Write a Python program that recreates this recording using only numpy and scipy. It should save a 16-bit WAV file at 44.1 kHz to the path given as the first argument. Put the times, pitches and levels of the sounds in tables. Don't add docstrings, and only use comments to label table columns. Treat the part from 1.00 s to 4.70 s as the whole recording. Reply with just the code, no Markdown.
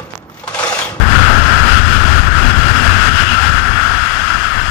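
import sys
import numpy as np
from scipy import signal
from scipy.fft import rfft, irfft
from scipy.io import wavfile
from scipy.ndimage import uniform_filter1d

SR = 44100
rng = np.random.default_rng(int(sys.argv[2]) if len(sys.argv) > 2 else 0)


def volts_from_decibels(level):
    exponent = np.asarray(level, float) / 20
    return 10 ** exponent


def file_out(sig):
    cols = np.atleast_2d(sig).T
    lim = np.clip(cols, -1, 1)
    pcm = np.round(lim * 32767).astype(np.int16)
    wavfile.write(sys.argv[1], SR, pcm)


N = 163170
TIME_S = np.arange(N) / SR
SPECTRUM_HZ = np.fft.rfftfreq(N, 1 / SR)

# time_s [s], hiss_db [dB], buffeting_db [dB], brightness_db [dB]
AIRFLOW = [(0, -16.5, -9.5, -5), (.04, -15, -11, -2.5), (.12, -10.5, -12, 0), (.25, -12, -11, -2),
           (.55, -12, -14, -2), (.74, -11.5, -13, 2.5), (.85, -15, -15.5, 1), (.94, -14, -15, 3),
           (1.05, -13, -13, -1), (1.19, -12.5, -13, 1), (1.3, -15, -14.5, -1), (1.48, -13.5, -12, 1),
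           (2.03, -13.5, -15, 2.5), (2.2, -14.5, -17, 4), (2.45, -14.5, -20, 2), (2.66, -15, -19, -2),
           (3.08, -16, -25.5, 0.5), (3.7, -19, -25.5, 1.5)]
# time_s [s], gain_drop_db [dB], thump_db [dB], pitch_hz [Hz]
BIG_BUFFETS = [(0.038, 3.5, -6, 60), (0.173, 2, 5.5, 61.4), (.40, 2.5, -2.5, 70), (0.606, 3.5, 0, 60),
               (0.802, 3.5, 6, 50.5), (0.966, 3, 1.5, 59.7), (1.207, 4.5, -16, 70.4), (1.287, 4.5, -2, 70),
               (1.51, 4.5, -2, 59.7), (1.601, 3.5, -1, 60), (1.719, 3, 1.5, 60), (2.094, 4, 1.5, 68.6),
               (2.238, 3.5, -2, 70), (2.351, 3, -11, 70), (2.50, 2.5, -1, 70), (2.599, 3, -8, 70)]


def evened(x):
    return x / np.sqrt(np.mean(x ** 2) + 1e-20)


def read(points, hz):
    f, value = np.transpose(points)
    return np.interp(np.log(hz + 1), np.log(f + 1), value)


def filtered(x, gain):
    return irfft(rfft(x) * gain, N)


def wander(t, low_hz, high_hz):
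    total = np.zeros(len(t))
    for f in np.geomspace(low_hz, high_hz, num=24):
        total += np.sin(2 * np.pi * (f * t + rng.random())) / np.sqrt(f)
    return evened(total)


def resonate(x, hz, width_hz):
    turn = np.exp(2j * np.pi * np.cumsum(hz * np.ones(len(x))) / SR)
    r = np.exp(-np.pi * width_hz / SR)
    return 2 * (turn * signal.lfilter([1 - r], [1, -r], x / turn)).real


def knocked_db(t):
    drop_s, recover_db_per_s = 0.0042, 38.5
    gain_db = np.zeros(len(t))
    for start_s, drop_db, _, _ in BIG_BUFFETS:
        onset = np.clip((t - start_s) / drop_s, 0, 1)
        gain_db -= onset * np.maximum(drop_db - recover_db_per_s * (t - start_s), 0)
    return gain_db


def whistles():
    # start_s [s], length_s [s], level_db [dB], pitch_hz [Hz], glide [share of pitch]
    port_notes = [
        (.63, .16, -17.5, 2800, .2),
        (2.12, 0.13, -16.5, 2850, -.03),
        (2.24, .13, -14, 2760, -.02),
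        (2.374, .11, -23, 825, 0),
        (0, .3, -18, 1120, .05),
    ]
    out, air = np.zeros(N), rng.standard_normal(N)
    for start_s, length_s, level_db, pitch_hz, glide in port_notes:
        progress = np.clip((TIME_S - start_s) / length_s, 0, 1)
        gliding_hz = pitch_hz * (1 + glide * (progress - .5))
        width_hz = 600 * pitch_hz / 2800
        note = resonate(resonate(air, gliding_hz, width_hz), gliding_hz, width_hz)
        out += volts_from_decibels(level_db) * np.sin(np.pi * progress) * evened(note)
    return out


def roar():
    # frequency_hz [Hz], density_db [dB per Hz]
    turbulence = [(250, -23), (400, -4), (700, 1), (1000, 1.5), (1300, -2), (1800, -32.5)]
    base_db, follows, opening_db = -25, .8, 4
    time_s, _, buffeting_db, _ = np.transpose(AIRFLOW)
    noise = evened(filtered(rng.standard_normal(N), volts_from_decibels(read(turbulence, SPECTRUM_HZ))))
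    opening = opening_db * np.clip((.75 - TIME_S) / .05, 0, 1)
    swell = follows * (np.interp(TIME_S, time_s, buffeting_db) - buffeting_db.mean())
    return noise * volts_from_decibels(base_db + opening + swell + 1.6 * wander(TIME_S, 2.49, 30))


def hiss():
    # frequency_hz [Hz], density_db [dB per Hz]
    shear = [(300, -13), (550, -12), (1000, -1.5), (2200, -1.5), (3500, -7.5), (6000, -15.5),
             (11500, -24.5), (15500, -44)]
    # pitch_hz [Hz], width_hz [Hz], boost_db [dB]
    resonances = [(695, 140, 8.5), (1342, 206, 13.5), (1509, 645, 15.5), (2800, 640, 7), (3320, 310, 7.5),
                  (4130, 180, 4.5), (5037, 910, 8), (6420, 230, 9), (7310, 590, 5.5), (8100, 400, 3.5),
                  (10900, 1000, -1), (13400, 1200, 8.5)]
    patchy_db, gust_db, trim_db = 0.75, 0.46, 6
    cavity_follows, treble_follows = 0.91, 1.07
    time_s, level_db, _, bright_db = np.transpose(AIRFLOW)

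    frames, hz = N // 128 + 5, np.fft.rfftfreq(512, 1 / SR)
    t = np.arange(frames) * 128 / SR
    real, imaginary, patches = rng.standard_normal((frames, 257, 3)).T
    patches = uniform_filter1d(patches, size=10, axis=0)
    patches = evened(uniform_filter1d(patches, size=20, axis=1))
    follows = read([(1800, cavity_follows), (4000, treble_follows)], hz)[:, None]
    tilt = read([(1700, 0), (2600, 0.68), (12000, 0.83)], hz)[:, None]
    bright = tilt * np.interp(t, time_s, bright_db)
    motion = knocked_db(t) + gust_db * wander(t, 2.52, 14)
    gain = volts_from_decibels(patchy_db * patches + follows * motion + bright)
    noise = signal.istft((real + 1j * imaginary) * gain, nperseg=512, noverlap=384)[1][:N]

    ring = np.ones(len(SPECTRUM_HZ))
    for pitch_hz, width_hz, boost_db in resonances:
        distance = 2 * (SPECTRUM_HZ - pitch_hz) / width_hz
        ring += (volts_from_decibels(boost_db) - 1) / (1 + distance ** 2) ** 1.57
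    rung = evened(filtered(noise, volts_from_decibels(read(shear, SPECTRUM_HZ)) * ring))
    return rung * volts_from_decibels(trim_db + np.interp(TIME_S, time_s, level_db))


def thumps():
    turns = 0.83
    out = np.zeros(N)
    for centre_s, _, thump_db, pitch_hz in BIG_BUFFETS:
        progress = np.clip((TIME_S - centre_s) * pitch_hz / turns + .5, 0, 1)
        swing = np.sin(2 * np.pi * pitch_hz * (centre_s - TIME_S))
        out += volts_from_decibels(thump_db) * np.sin(np.pi * progress) ** 2 * swing
    return out


def rumble():
    # frequency_hz [Hz], density_db [dB per Hz]
    eddies = [(8.8, -29), (15, -0.5), (76, 0), (177, -14.5), (241, -12.5), (290, -17.5), (476, -26.5),
              (600, -25.5), (780, -32), (1320, -120)]
    shedding_hz, shedding_width_hz, shedding_db = 76.3, 27, -7.5
    trim_db, lumpy_db = 7.0, 1.0
    time_s, _, buffeting_db, _ = np.transpose(AIRFLOW)
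    shape_db = read(eddies, SPECTRUM_HZ) - 40 * (SPECTRUM_HZ > 700)
    push = evened(filtered(rng.standard_normal(N), volts_from_decibels(shape_db)))
    hum = resonate(rng.standard_normal(N), shedding_hz, shedding_width_hz)
    hum = resonate(hum, shedding_hz, shedding_width_hz)
    low = evened(push + volts_from_decibels(shedding_db) * evened(hum))
    level_db = np.interp(TIME_S, time_s, buffeting_db)
    return low * volts_from_decibels(trim_db + level_db + lumpy_db * wander(TIME_S, 2.567, 15))


def scene():
    low = (rumble() + roar()) * volts_from_decibels(knocked_db(TIME_S)) + thumps()
    left = low + hiss() + whistles()
    return np.array([left, np.zeros(N)])


def top_cut(x):
    return signal.sosfilt(signal.butter(12, 15700, fs=SR, output="sos"), x)


def record(dry):
    # frequency_hz [Hz], gain_db [dB]
    top_end = [(11000, 0), (13000, -2), (14500, -2.5), (15200, -5), (15700, -10)]
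    input_db, ceiling = -.45, 0.996
    loud = np.clip(volts_from_decibels(input_db) * dry, -ceiling, ceiling)
    rolled = filtered(loud, volts_from_decibels(read(top_end, SPECTRUM_HZ)))
    return top_cut(rolled)


dry = scene()
out = record(dry)
file_out(out)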